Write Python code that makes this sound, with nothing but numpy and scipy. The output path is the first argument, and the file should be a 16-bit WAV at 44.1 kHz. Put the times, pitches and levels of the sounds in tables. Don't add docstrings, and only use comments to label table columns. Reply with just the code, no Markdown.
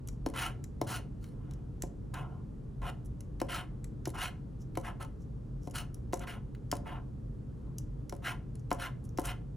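import sys
import numpy as np
from scipy import signal
from scipy.fft import rfft, irfft, next_fast_len
from scipy.io import wavfile
from scipy.ndimage import uniform_filter1d, map_coordinates

SR = 44100
rng = np.random.default_rng(int(sys.argv[2]) if len(sys.argv) > 2 else 0)


def wav_record(signal):
    frames = np.transpose(np.atleast_2d(signal))
    bounded = np.clip(frames, -1, 1)
    quanta = np.round(bounded * 32767).astype(np.int16)
    wavfile.write(sys.argv[1], SR, quanta)


N = 421596

# start_s, level_db, pitch_hz, low_click_db (added to level_db)
TICKS = [(0.074, -34, 9900, -21), (0.0858, -31, 6060, -10), (0.3384, -43, 3000, -3),
         (0.6407, -33.5, 7100, -10.5), (0.873, -36, 9600, -11), (1.2415, -43.5, 3660, 0),
         (1.51, -43.5, 4100, -6), (1.536, -44.5, 5130, -12), (1.8215, -22, 7200, -12.5),
         (2.141, -32.5, 3940, -1.5), (2.817, -51, 3100, 3), (2.8987, -45, 3100, -3),
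         (3.206, -37.5, 8900, -10.5), (3.401, -34.5, 4910, 2.5), (3.843, -35, 7800, -8),
         (4.0549, -27, 5300, -2), (4.0756, -32, 11600, -24), (4.7534, -47, 3010, 10.5),
         (4.773, -29.5, 11300, -4), (5.0274, -41, 3060, -10), (5.0485, -45, 3090, -1),
         (5.71, -39.5, 7480, -28), (5.944, -36, 11300, -36), (6.126, -40, 5210, 1),
         (6.14, -24.5, 7040, -19), (6.1938, -35, 7450, -12), (6.5482, -55, 3420, 13),
         (6.7149, -18, 5300, -9.5), (7.7837, -27, 6900, -34), (8.095, -31.5, 5660, -9),
         (8.5538, -41.5, 9600, -8), (8.7058, -36, 3000, 2), (8.7282, -27.5, 8670, -25),
         (9.1746, -31.5, 4930, -6), (9.196, -29, 10200, -25)]
# start_s, level_db, hardness_db, click_db, first_bounce_db
KNOCKS = [(0.262, -19.5, -25, -29.5, -41.5), (0.814, -18.5, -22.5, -27.5, -48),
          (1.835, -28.5, -31.5, -40, -57), (3.415, -19.5, -23, -28.5, -56), (4.071, -24, -30, -47, -38),
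          (4.772, -21.5, -21, -37.5, -46), (5.673, -30.5, -29, -43.5, -50), (6.132, -20.5, -18.5, -30, -41),
          (6.726, -20, -11, -49, -36.5), (8.124, -28.5, -18, -40, -48), (8.714, -17.5, -7, -29, -43),
          (9.185, -19, -16.5, -34.5, -38)]


def amp(db):
    return 10 ** (np.asarray(db) / 20)


def unit(x):
    return x / np.sqrt(np.mean(x ** 2) + 1e-20)


def unit_energy(x):
    return x / np.sqrt(np.sum(x ** 2) / (SR / 1000))


def along(points, hz):
    pitches, values = np.transpose(points)
    return np.interp(np.log(hz + 1), np.log(pitches + 1), values)


def filtered(x, response):
    n = x.shape[-1]
    padded = 2 * next_fast_len(n // 2 + 4096)
    return irfft(rfft(x, padded) * response(np.fft.rfftfreq(padded, 1 / SR)), padded)[..., :n]


def causal(gain):
    cepstrum = irfft(np.log(np.maximum(gain, 1e-6)))
    half = len(cepstrum) // 2
    return np.exp(rfft(np.r_[cepstrum[0], 2 * cepstrum[1:half], np.zeros(half)]))


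def add(track, start_s, sound):
    part = track[max(round(start_s * SR), 0):][:len(sound)]
    part += sound[:len(part)]


def room_hum(air_db=-45):
    # pitch_hz, width_hz, level_db
    hum_bands = [(47, 10.5, -47.5), (112, 20, -57.5), (127.3, 15.4, -46.5), (297, 7.7, -62.5)]
    # pitch_hz, level_db
    air_tone = [(22, -30), (40, 4.5), (80, 2), (150, -0.5), (220, -2.5), (320, -11), (450, -12.5),
                (650, -25.5), (1200, -31.5), (2200, -45.5), (4000, -49.5), (7500, -52), (12000, -56),
                (13500, -82)]
    # pitch_hz, likeness (1 = the same)
    likeness = [(40, 0.96), (125, 0.96), (250, 0.61), (500, 0.18), (1000, 0.066), (3000, 0.95),
                (10000, 0.73)]

    def stereo_noise(gain):
        def mid_and_side(f):
            angle = np.arccos(np.clip(along(likeness, f), -1, 1)) / 2
            return gain(f) * np.array([np.cos(angle), np.sin(angle)])
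        mid, side = filtered(rng.standard_normal((2, N)), mid_and_side)
        return unit(np.array([mid + side, mid - side]))

    hum = sum(amp(db) * stereo_noise(lambda f: 1 / (1 + ((f - hz) / width) ** 2))
              for hz, width, db in hum_bands)
    return hum + amp(air_db) * stereo_noise(lambda f: amp(along(air_tone, f)))


def tip_contacts(bounces=3, gap_s=0.013, rise_db=0.5, landing_hz=4500, bounce_hz=9550):
    landing_low_db, bounce_low_db = -2.5, -8
    rows = list(TICKS)
    gaps = gap_s * (.5 + rng.random((len(KNOCKS), bounces)))
    for (start_s, _, _, click_db, bounce_db), flights in zip(KNOCKS, gaps):
        rows.append((start_s, click_db, landing_hz, landing_low_db))
        for k, lag_s in enumerate(np.cumsum(flights)):
            rows.append((start_s + lag_s, bounce_db + k * rise_db, bounce_hz, bounce_low_db))
    return rows


def tip_filter(f, pitch_hz, boost_db=7, octaves=0.4):
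    # pitch_hz, level_db
    tip_tone = [(1500, -51), (3000, 0), (4200, -9.5), (5600, 5), (7500, 1.5), (9500, 2), (12000, 0.5),
                (15500, -8), (17000, -31)]
    boost = boost_db * np.exp(-(np.log2((f + 1) / pitch_hz) / octaves) ** 2)
    return causal(amp(along(tip_tone, f) + boost))


def ticks(steel_db=-8, tool_db=-8, snap_s=0.015, ring_s=0.012, ring_db=-15, tool_s=0.025):
    # pitch_hz, level_db
    tool_tone = [(500, -25.5), (1400, -5), (1750, -9), (2090, -2.5), (2550, -11), (3000, -9.5), (3500, -16),
                 (4100, -5.5), (5000, -24)]
    track = np.zeros(N)
    t = np.arange(SR // 20) / SR

    def burst(fade, attack_s=0.00027):
        return rng.standard_normal(len(t)) * fade * (1 - np.exp(-t / attack_s))

    steel_fade = amp(-60 * t / snap_s) + amp(ring_db - 60 * t / ring_s)
    tool_fade = amp(-60 * t / tool_s)
    for start_s, db, hz, low_db in tip_contacts():
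        steel = unit_energy(filtered(burst(steel_fade), lambda f: tip_filter(f, hz)))
        tool = unit_energy(filtered(burst(tool_fade), lambda f: causal(amp(along(tool_tone, f)))))
        add(track, start_s, amp(db + steel_db) * steel + amp(db + low_db + tool_db) * tool)
    return track


def crumbs(per_second, spread_db):
    breaks = rng.random(N) < per_second / SR
    return breaks * rng.choice([-1, 1], N) * amp(spread_db * rng.standard_normal(N))


def brushes(skid_lag_s=0.026, skid_s=0.041, skid_db=-45, skid_hz=7000):
    # middle_s, length_s, level_db, pitch_hz
    touches = [(3.06, 0.014, -63.5, 10400), (4.617, 0.025, -65.5, 5700), (5.22, 0.025, -71, 6000),
               (5.653, 0.04, -65.5, 5540), (8.598, 0.007, -65, 5600), (9.052, 0.016, -63.5, 9800),
               (9.092, 0.0034, -63, 5750), (9.26, 0.021, -43, 10100)]
    skids = [(start_s + skid_lag_s, skid_s, db + skid_db, skid_hz) for start_s, db, _, _ in TICKS]
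    track = np.zeros(N)
    t = np.arange(SR // 4) / SR - 1 / 8
    loose = crumbs(per_second=2900, spread_db=5.5)
    for middle_s, length_s, db, hz in touches + skids:
        grains = loose[round(middle_s * SR):][:len(t)]
        rustle = unit(filtered(grains, lambda f: tip_filter(f, hz)))
        swell = np.exp(-2 * (t / length_s) ** 2)
        add(track, middle_s + t[0], amp(db) * rustle * swell)
    return track


def table_top(f):
    # pitch_hz, width_hz, level_db
    modes = [(145, 51, 4.5), (300, 102, 5), (376, 190, -10.5), (437.6, 8.9, 1.5), (534, 10.6, 5),
             (558, 49, 4.5), (702, 52, 4), (868, 35, 4), (1018, 79, 1), (1346, 123, 4.5), (1593, 45, -2.5),
             (1715, 17, -1), (1983, 230, -5), (2497, 140, -5), (2834, 140, -2.5), (3047, 23, -4),
             (3330, 43, -14)]
    return sum(amp(db) * 1j * f * width / (hz * hz - f * f + 1j * f * width) for hz, width, db in modes)


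def knocks(gain_db=2, upper_hz=900, usual_hardness_db=-14, edge_db=-3, edge_fade_s=0.045, edge_hz=620):
    # pitch_hz, level_db
    blow_tone = [(80, -1.5), (200, -6.5), (300, -1), (600, -0.5), (1000, 1), (1400, -13), (2000, -17),
                 (4000, -27), (8000, -81)]
    travel_s, bend_hz = 0.00279, 400

    def struck_table(f, hardness_db):
        treble_db = (hardness_db - usual_hardness_db) / (1 + (upper_hz / (f + 1)) ** 4)
        force = causal(amp(along(blow_tone, f) + treble_db))
        travel = np.exp(-4j * np.pi * travel_s * np.sqrt(f * bend_hz))
        return force * table_top(f) * travel

    track = np.zeros(N)
    t = np.arange(SR // 4) / SR
    for start_s, db, hardness_db, _, _ in KNOCKS:
        edges = rng.standard_normal(len(t)) * amp(-60 * t / edge_fade_s) * (1 - np.exp(-t / travel_s))
        edges = filtered(edges / np.linalg.norm(edges), lambda f: causal(1 / (1 + (f / edge_hz) ** 4)))
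        push = signal.unit_impulse(len(t)) + amp(edge_db) * edges
        ring = filtered(push, lambda f: struck_table(f, hardness_db))
        add(track, start_s, amp(db + gain_db) * unit_energy(ring))
    return track


def drag_gains(end_speed=0.26, lift_s=0.086, thinning_db=3.5):
    # start_s, length_s, dig_in_s, rasp_db, fastest_at (share of the length),
    # drone_db, hiss_db (both added to rasp_db)
    strokes = [(0.335, 0.17, 0.0045, -39.5, 0.47, -6, -5.5), (0.864, 0.13, .005, -42, 0.5, -3.5, -1.5),
               (1.195, 0.15, 0.018, -73, 0.35, 0, 3.5), (1.34, 0.36, .03, -78, 0.42, 11, -16),
               (2.135, 0.12, .003, -52, 0.05, 6, -11.5), (2.258, 0.15, .005, -76, .3, 20, -10),
               (2.816, 0.088, 0.0018, -46.5, 1, 4.5, -10.5), (3.482, 0.15, .006, -40.5, 0.26, -3.5, -6.5),
               (4.132, 0.039, 0.013, -51, 0.81, 8, -7.5), (4.169, 0.13, 0.0033, -41.5, 0.48, -4.5, -4.5),
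               (4.825, 0.094, 0.029, -48, 0.28, 3.5, -8.5), (4.997, .056, .005, -52.5, 0.39, 5.5, -4.5),
               (5.735, 0.099, .006, -45.5, 0.43, -3.5, -0.5), (6.198, 0.056, .015, -49, 0.53, 2, -9.5),
               (6.267, 0.11, .004, -47.5, 0.099, -0.5, -8), (6.844, 0.15, 0.028, -53, 0.18, 7, -13.5),
               (7.606, 0.11, .03, -83, 0.54, 16.5, -14), (8.217, 0.12, 0.036, -40.5, 0.58, -4.5, -8),
               (8.778, 0.11, .022, -41.5, 0.51, -5, -7), (9.225, .11, 0.022, -44.5, 0.61, -1.5, -7)]
    drone_power, rasp_power, hiss_power = 0.42, 1.47, 1.83
    drone, rasp, hiss = np.zeros((3, N))
    t = np.arange(SR // 2) / SR
    for start_s, length_s, dig_in_s, rasp_db, fastest_at, drone_db, hiss_db in strokes:
        progress = np.interp(t / length_s, [0, np.clip(fastest_at, .05, .95), 1], [0, .5, 1])
        speed = end_speed + (1 - end_speed) * np.sin(np.pi * progress)
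        lift_db = -60 * np.maximum(t - length_s, 0) / lift_s
        contact = np.minimum(t / dig_in_s, 1) * amp(rasp_db + lift_db)
        coating = amp(hiss_db - thinning_db * (progress - .5))
        add(drone, start_s, contact * speed ** drone_power * amp(drone_db))
        add(rasp, start_s, contact * speed ** rasp_power)
        add(hiss, start_s, contact * speed ** hiss_power * coating)
    return drone, rasp, hiss


def roaming_tip(x, depth_db=2.16, frame=384):
    spectrum = signal.stft(x, nperseg=frame)[2]
    drift = uniform_filter1d(rng.standard_normal(spectrum.shape), size=4, axis=0)
    drift = uniform_filter1d(drift, size=7, axis=1)
    return signal.istft(spectrum * amp(depth_db * unit(drift)), nperseg=frame)[1][:N]


def scrapes(split_hz=1200, drone_db=-1, hiss_db=1, judder_db=2.0, judder_per_s=170):
    # pitch_hz, level_db
    drag_tone = [(100, -12), (300, -13), (550, -10.5), (750, -2.5), (1400, 0), (3000, -0.5), (3600, -7.5),
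                 (4500, -9.5), (9000, -64)]
    # pitch_hz, level_db
    hiss_tone = [(1500, -23), (3500, -9.5), (3850, 7), (4200, 16.5), (4550, 7.5), (5700, 7.5), (7200, 3.5),
                 (8200, 4.5), (9500, 13), (10600, 5), (12000, 4.5), (14200, 3), (15500, -1), (16500, -33)]
    t = np.arange(N) / SR
    drone_gain, rasp_gain, hiss_gain = drag_gains()
    slips = rng.standard_normal(int(N * judder_per_s / SR) + 4)
    grip = amp(judder_db * map_coordinates(slips, [t * judder_per_s], order=1))
    force = roaming_tip(grip * crumbs(per_second=7000, spread_db=3.5))
    shaken = filtered(force, lambda f: table_top(f) * amp(along(drag_tone, f)))
    low = filtered(shaken, lambda f: 1 / (1 + (f / split_hz) ** 10))
    drone = amp(drone_db) * drone_gain * unit(low)
    rasp = rasp_gain * unit(shaken - low)
    fizz = filtered(force, lambda f: causal(amp(along(hiss_tone, f))))
    return drone + rasp + amp(hiss_db) * hiss_gain * unit(fizz)


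def microphone_ports(x):
    # pitch_hz, lead_radians
    left_lead = [(300, 0), (430, -.6), (560, -1.7), (720, 0), (880, 1.6), (1040, -.1), (1300, .5),
                 (2200, 0), (3100, .65), (4300, .3), (5200, .6), (5900, -.5), (6600, -.1), (7800, -.1),
                 (8100, 1.9), (9200, 1.8), (10700, 0), (11500, -.4), (13300, -3.1), (14200, -4),
                 (15300, -6.1)]
    return filtered(x, lambda f: np.exp(.5j * along(left_lead, f) * np.array([[1], [-1]])))


def room_echo(x, delay_s=.006, width=0.34, early_db=5, early_s=0.0074):
    # pitch_hz, fade_s
    fade_times = [(200, 0.47), (500, 0.53), (1000, 0.32), (3000, 0.27), (7000, 0.23), (14000, 0.13)]
    hz, t, noise = signal.stft(rng.standard_normal((2, SR // 2)), SR, nperseg=256)
    near_walls_db = early_db * np.exp(-(t / early_s) ** 2)
    fade = amp(-60 * t / along(fade_times, hz)[:, None] + near_walls_db)
    mid, side = signal.istft(noise * fade, SR, nperseg=256)[1]
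    tail = np.array([mid + width * side, mid - width * side])
    delayed = np.pad(x, ((0, 0), (int(delay_s * SR), 0)))
    return signal.fftconvolve(delayed, tail / np.linalg.norm(tail[0]), axes=1)[:, :N]


def scene(scrape_echo_db=-10, knock_echo_db=-10, tick_echo_db=-13, lean_left_db=1.0):
    scrape = microphone_ports(scrapes() + brushes())
    tick = microphone_ports(ticks())
    knock = microphone_ports(knocks()) * amp([[lean_left_db], [-lean_left_db]])
    echo = room_echo(amp(scrape_echo_db) * scrape + amp(knock_echo_db) * knock + amp(tick_echo_db) * tick)
    return scrape + knock + tick + echo + room_hum()


def record(dry):
    top_hz = 16500
    return filtered(dry, lambda f: 1 / (1 + (f / top_hz) ** 120))


dry = scene()
out = record(dry)
wav_record(out)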